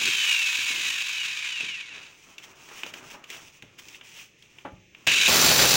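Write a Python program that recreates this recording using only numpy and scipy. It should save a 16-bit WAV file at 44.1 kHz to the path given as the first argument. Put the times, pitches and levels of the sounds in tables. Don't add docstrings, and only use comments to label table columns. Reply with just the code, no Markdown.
import sys
import numpy as np
from scipy import signal
from scipy.fft import rfft, irfft, next_fast_len
from scipy.io import wavfile

SR = 44100
rng = np.random.default_rng(int(sys.argv[2]) if len(sys.argv) > 2 else 0)


def inscribe(sig):
    pcm = np.round(np.clip(np.atleast_2d(sig).T, -1, 1) * 32767)
    wavfile.write(sys.argv[1], SR, pcm.astype(np.int16))


N = 254006
TRIGGER_S, BITE_S = 5.068, 5.279
WHEEL_TEETH = 36
TOP_HZ = 15850


def amp(db):
    return 10 ** (np.asarray(db) / 20)


def unit(x):
    return x / np.sqrt(np.mean(x ** 2) + 1e-20)


def clock():
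    return np.arange(N) / SR


def along(points, hz):
    freqs, values = np.transpose(points)
    return np.interp(np.log(hz + 1), np.log(freqs + 1), values)


def levels(rows):
    times, *columns = np.transpose(rows)
    outside = abs(clock() - np.clip(clock(), times[0], times[-1]))
    return [amp(np.interp(clock(), times, db) - 110 * outside) for db in columns]


def wobble(rate):
    knots = rng.standard_normal(int(N * rate / SR) + 4)
    smooth = signal.resample_poly(knots, 10, 1)
    return np.interp(clock() * rate * 10, np.arange(len(smooth)), smooth)


def bump(s, length):
    return np.exp(-np.minimum((2 * (clock() - s) / length) ** 2, 20))


def pull(start, length, attack_s=0.01, growth_db=5, release_s=0.023):
    t = clock() - start
    growth = amp(growth_db * (np.clip(t / length, 0, 1) - 1))
    release = np.exp(-np.clip((t - length) / release_s, 0, 20))
    return np.clip(t / attack_s, 0, 1) * growth * release


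def coloured(x, spectrum, size=8192):
    cepstrum = irfft(np.log(amp(along(spectrum, np.fft.rfftfreq(size, 1 / SR)))))
    cepstrum[1:size // 2] *= 2
    cepstrum[size // 2 + 1:] = 0
    response = irfft(np.exp(rfft(cepstrum)))
    return signal.fftconvolve(x, response / np.linalg.norm(response))[:len(x)]


def snaps(rate, scatter_db):
    x = (rng.random(N) < rate / SR) * amp(scatter_db * np.clip(rng.standard_normal(N), -2, 2))
    return unit(x - x.mean())


def ringing(modes):
    out = np.zeros(N)
    for hz, width, db in modes:
        wander = wobble(3 * width) + 1j * wobble(3 * width)
        out += amp(db) * np.real(wander * np.exp(2j * np.pi * hz * clock()))
    return unit(out)


def add(track, s, sound):
    part = track[max(round(s * SR), 0):][:len(sound)]
    part += sound[:len(part)]


def room_tone():
    # f/Hz, level/dB
    rumble = [(25, -14), (60, -8.5), (90, -8.5), (130, -1.5), (250, -12.5), (350, -6), (600, -16.5),
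              (1000, -55), (1700, -16), (2600, -6.5), (4500, -25), (6300, -15.5), (9000, -37), (13000, -52),
              (15500, -39)]
    return amp(-60.5 + 0.21 * wobble(5.4)) * coloured(rng.standard_normal(N), rumble)


def walls(x):
    # f/Hz, t60/s
    decay = [(100, 0.79), (1000, 0.37), (3000, 0.24), (12000, 0.4)]
    hz, t, noise = signal.stft(rng.standard_normal(SR // 2), SR, nperseg=256)
    tail = signal.istft(noise * amp(-60 * t / along(decay, hz)[:, None]), SR, nperseg=256)[1]
    delayed = np.pad(x, (SR // 150, 0))
    return signal.fftconvolve(delayed, tail / np.linalg.norm(tail))[:N]


def grit(spectrum):
    return unit(coloured(snaps(rate=4100, scatter_db=3.5), spectrum))


def dragging():
    # centre t/s, length/s, level/dB
    scrapes = [(2.441, 0.031, -43.5), (2.792, 0.11, -44.5), (2.887, 0.051, -45.5), (3.112, 0.027, -43.5),
               (3.34, 0.1, -42), (3.796, 0.024, -41.5), (4.078, 0.083, -52.5), (4.19, 0.11, -45.5)]
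    # start t/s, length/s, relative level at the end/dB
    slides = [(1.94, 0.4, -53), (2.391, 0.12, -53.5), (2.551, 0.24, -47.5), (2.929, 0.059, -45),
              (3.022, .12, -46), (3.298, .18, -48.5), (3.517, 0.055, -53), (3.658, 0.1, -65),
              (3.808, .15, -48), (4.031, .21, -47.5), (4.38, 0.25, -58), (4.96, 0.099, -58.5)]
    # f/Hz, level/dB
    scraping = [(290, -44), (500, -17.5), (1000, -12), (1190, -12), (1300, -12), (2570, 1), (3250, -1),
                (4210, -15.5), (5880, -6), (9360, -20.5), (13300, -28), (15100, -16), (16000, -12)]
    # f/Hz, level/dB
    sliding = [(290, -8), (500, -27), (843, -9), (919, -2.5), (1020, -38), (1130, -12), (1620, -13.5),
               (2540, 4), (2890, -0.5), (4340, -10.5), (6060, -2), (12000, -25.5), (13400, -33),
               (15100, -14), (16000, -6.5)]
    strokes = sum(amp(db) * bump(s, length) for s, length, db in scrapes)
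    pulls = sum(amp(db) * pull(s, length) for s, length, db in slides)
    catching = amp(1.3 * wobble(40))
    dust = amp(-10) * coloured(snaps(rate=110, scatter_db=3.5), scraping)
    return amp(-1) * catching * pulls * (grit(sliding) + dust) + strokes * grit(scraping)


def shuffling():
    # centre t/s, length/s, relative levels of soles/dB and board/dB
    steps = [(0.022, 0.22, -44, -64), (0.775, 0.29, -54.5, -51), (1.977, 0.19, -59, -53),
             (2.544, 0.76, -63, -56), (2.755, 0.099, -63, -48.5), (3.04, 0.37, -56, -52),
             (3.37, 0.21, -59, -51), (3.888, 0.58, -63, -60), (4.575, 0.39, -67, -66.5),
             (5.017, 0.14, -60.5, -59.5)]
    # f/Hz, level/dB
    soles = [(30, -32), (80, -7), (130, -2), (380, 7), (700, -21), (2000, -50)]
    # f/Hz, level/dB
    hollow = [(150, -19), (450, -5), (800, -4.5), (1100, -1.5), (1600, -4.5), (3000, -16), (8000, -60)]
    scuffs = sum(amp(db) * bump(s, length) for s, length, db, _ in steps)
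    shifts = sum(amp(db) * bump(s, length) for s, length, _, db in steps)
    uneven = amp(2 * wobble(25))
    return amp(-3.6) * uneven * (scuffs * grit(soles) + shifts * grit(hollow))


def knocks():
    # t/s, relative level/dB, centre f/Hz
    blows = [(.01, -42, 380), (.58, -42.5, 160), (.7, -43.5, 330), (1.627, -40.5, 202), (2.265, -49.5, 220),
             (2.834, -40.5, 380), (3.14, -39.5, 750), (3.42, -50, 100), (3.625, -41.5, 160),
             (4.649, -28.5, 594), (4.719, -39.5, 110), (5.072, -30.5, 300)]
    # f/Hz, level/dB, t60/s
    door = [(105.7, 3, 0.25), (184, 0, 0.32), (279, 7, 0.094), (356, -3, 0.16), (590, -4, 0.099),
            (842, 3, 0.21), (1200, -7.5, 0.33), (1350, -6, 0.28), (2300, -5, 0.48), (2620, -1, .2)]
    out, t = np.zeros(N), np.arange(SR // 2) / SR
    for s, db, centre_hz in blows:
        reach = [(centre_hz / 8, -17), (centre_hz / 2, -3), (centre_hz, 0), (centre_hz * 2, -5),
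                 (centre_hz * 5, -16), (centre_hz * 8, -38), (centre_hz * 25, -50)]
        ring = np.zeros(len(t))
        for hz, mode_db, t60 in door:
            struck_db = mode_db + along(reach, hz) + rng.normal(0, 0.76)
            ring += amp(struck_db - 60 * t / t60) * np.sin(2 * np.pi * (hz * t + rng.random()))
        thud = coloured(rng.standard_normal(len(t)) * amp(-60 * t / 0.16), reach)
        attack = 1 - np.exp(-t / .0018)
        add(out, s, amp(db) * (.3 * ring + .55 * thud) * attack)
    return out


def clacks():
    # t/s, peak level/dB, low body/dB, treble edge/dB
    contacts = [(1.006, -20, -37, -15), (1.605, -21, -12.5, -36), (2.381, -26, -21, -11),
                (2.687, -34, -13, -11), (2.8327, -17, -13, -14.5), (2.8624, -27.5, 2.5, -9),
                (2.9378, -25, -8.5, -12), (3.24, -32.5, -13, -10), (3.3012, -26, -12, -7),
                (3.623, -30.5, -11.5, -12.5), (3.884, -31.5, -23, -3.5), (3.945, -34, -34, -20),
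                (4.011, -34, -10, -21), (4.423, -40.5, -25, -12), (4.584, -36, -12, -20),
                (4.9464, -33, -16, -21), (5.0708, -7, -9, -5.5)]
    out, t = np.zeros(N), np.arange(SR // 6) / SR
    attack = 1 - np.exp(-t / 0.0012)
    decay = amp(-60 * t / 0.019) + amp(-21.5 - 60 * t / 0.33)
    for s, db, body, edge in contacts:
        colour = [(60, body - 34.5), (250, body), (1300, body + 0.5), (2000, -4), (2700, 3), (3400, -2),
                  (4200, edge - 3.5), (6800, edge - 1), (8500, edge - 12.5), (12500, edge - 23),
                  (15000, edge - 10)]
        clack = coloured(rng.standard_normal(len(t)) * attack * decay, colour)
        add(out, s, amp(db) * clack / abs(clack).max())
    return out


def motor():
    # meshing rate/Hz, level/dB
    coast_law = [(20, -100), (150, -59), (290, -44), (520, -41), (780, -34), (1900, -29), (3000, -24.5)]
    start_hz, friction_hz_per_s, fan_drag_per_s = 3390, 1272, .14
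    free_hz, spin_up_s, sag_hz_per_s = 4850, .105, 450
    free_db, loaded_db, loading_s = -19.5, -26, 0.011
    t = clock()
    powered, cutting = np.maximum(t - TRIGGER_S, 0), np.maximum(t - BITE_S, 0)
    balance_hz = friction_hz_per_s / fan_drag_per_s
    coast_hz = np.maximum((start_hz + balance_hz) * np.exp(-fan_drag_per_s * t) - balance_hz, 1)
    drive_hz = free_hz * (1 - np.exp(-powered / spin_up_s)) - sag_hz_per_s * cutting
    coasting = amp(along(coast_law, coast_hz))
    driven = amp(loaded_db + (free_db - loaded_db) * np.exp(-cutting / loading_s))
    return coast_hz + drive_hz, np.where(t < TRIGGER_S, coasting, driven)


def fan():
    # f/Hz, level/dB
    rush = [(40, -14), (130, -4), (400, 3), (900, -11), (3000, -24)]
    return amp(-25.5) * (clock() > TRIGGER_S) * coloured(rng.standard_normal(N), rush)


def gear_whine(mesh_hz, phase):
    # multiple of the meshing rate, level/dB
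    overtones = [(.83, -11), (1, 1), (1.55, -7), (2, -2), (3, 1), (4, 1), (5, -6), (6, -7)]
    # f/Hz, level/dB
    response = [(900, -45), (1600, -28), (1900, -12), (2080, -13), (2250, -5), (2450, -7), (2700, 0),
                (2900, 0), (3150, -7.5), (3450, -19), (5000, -28), (6000, -21), (7000, -32), (12000, -50)]
    out = np.zeros(N)
    for order, db in overtones:
        hz = order * mesh_hz
        strength = amp(along(response, hz) + db) * (hz < TOP_HZ)
        ragged = amp(1.6 * wobble(22) + 1.5 * wobble(90))
        out += strength * ragged * np.sin(order * phase + .3 * wobble(200))
    return out


def gear_rattle(mesh_hz, cycles, phase):
    # f/Hz, level/dB
    housing = [(40, -44), (200, -30.5), (700, -32.5), (1000, -17), (1300, -18), (1600, -8.5), (2050, -10),
               (2600, 1), (3250, -5), (3900, -6), (4300, -14.5), (6700, -10), (8500, -23), (13300, -31),
               (15300, -24.5)]
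    # f/Hz, width/Hz, level/dB
    guard = [(1580, 38, -33), (2278, 60, -0.5), (2480, 70, 1), (2565, 52, 1.5), (2710, 100, -15),
             (3830, 130, -1.5), (4590, 110, -7.5), (6500, 19, -58), (7070, 270, -10), (8550, 160, -14)]
    swell = amp(1.25 * np.sin(2 * np.pi * cycles / WHEEL_TEETH) + 1.8 * wobble(130) + 0.78 * wobble(15))
    contact = 1 + 0.58 * np.cos(phase)
    impacts = coloured(snaps(rate=14000, scatter_db=3.5) * contact * swell, housing)
    rattle = unit(impacts) + amp(-4.5) * unit(swell * ringing(guard))
    soft = signal.sosfiltfilt(signal.butter(1, 7500, fs=SR, output="sos"), rattle)
    hardness = np.clip((mesh_hz / 1900) ** 2, 0, 1)
    return amp(-1.46) * (hardness * rattle + (1 - hardness) * soft)


def cut(cycles):
    # t/s, relative levels of tearing/dB and board/dB
    feed = [(5.29, -21, -26.5), (5.302, -20.5, -26), (5.476, -19, -25.5), (5.514, -20, -24),
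            (5.552, -21.5, -28.5), (5.622, -19, -23), (5.656, -22, -24.5), (5.696, -20, -30.5),
            (5.76, -21, -27)]
    # f/Hz, level/dB
    splintering_at_mic = [(60, -20), (1200, -17), (3000, -8.5), (4000, 5.5), (6000, 4), (7500, 2.5),
                          (7900, -5.5), (11000, -6.5), (12200, -10.5), (13800, -9), (14800, 4.5),
                          (15700, -1)]
    # f/Hz, level/dB
    board = [(30, -16), (70, 1.5), (130, 6), (400, 5.5), (1000, 4.5), (1800, 6.5), (3500, 0.5), (8000, -65)]
    # f/Hz, width/Hz, level/dB
    blade = [(3806, 25, -3), (3956, 40, -2), (4365, 20, -6), (4441, 18, -3), (4918, 40, -1), (5405, 30, -6),
             (5486, 20, -5), (5882, 25, -1), (5960, 35, -2), (6035, 35, -1), (6654, 22, -6), (7322, 20, -7),
             (7587, 60, -1), (9265, 40, -10), (9500, 50, -11), (11420, 40, -13)]
    entry_s, ring_build_s = 0.00086, 0.044
    tearing, shaking = levels(feed)
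    cutting = np.maximum(clock() - BITE_S, 0)
    runout = amp(1.2 * np.sin(2 * np.pi * cycles / WHEEL_TEETH) + 1.6 * wobble(220))
    fibres = unit(snaps(rate=4200, scatter_db=1.8) * runout)
    chips = tearing * coloured(fibres, splintering_at_mic)
    thrum = amp(2.5) * shaking * coloured(fibres, board)
    phase = 2 * np.pi * cycles + .85 * wobble(260)
    shriek = tearing * (amp(-14.5) * np.sin(phase) + amp(-16.5) * np.sin(2 * phase))
    singing = amp(-5) * tearing * (1 - np.exp(-cutting / ring_build_s)) * ringing(blade)
    return np.minimum(cutting / entry_s, 1) * (chips + thrum + shriek + singing)


def scene():
    mesh_hz, gain = motor()
    cycles = np.cumsum(mesh_hz) / SR
    phase = 2 * np.pi * cycles + .12 * wobble(120)
    gears = gear_whine(mesh_hz, phase) + gear_rattle(mesh_hz, cycles, phase)
    saw = gain * (gears + fan()) + cut(cycles)
    direct = saw + dragging() + shuffling() + clacks() + knocks()
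    return (room_tone() + direct + amp(-11.5) * walls(direct))[None]


def record(dry):
    ceiling = np.where(dry > 0, .7, .34)
    squeezed = dry / (1 + (dry / ceiling) ** 4) ** .25
    size = next_fast_len(N + SR // 2)
    passband = np.fft.rfftfreq(size, 1 / SR) < TOP_HZ
    return irfft(rfft(squeezed, size) * passband, size)[:, :N]


dry = scene()
out = record(dry)
inscribe(out)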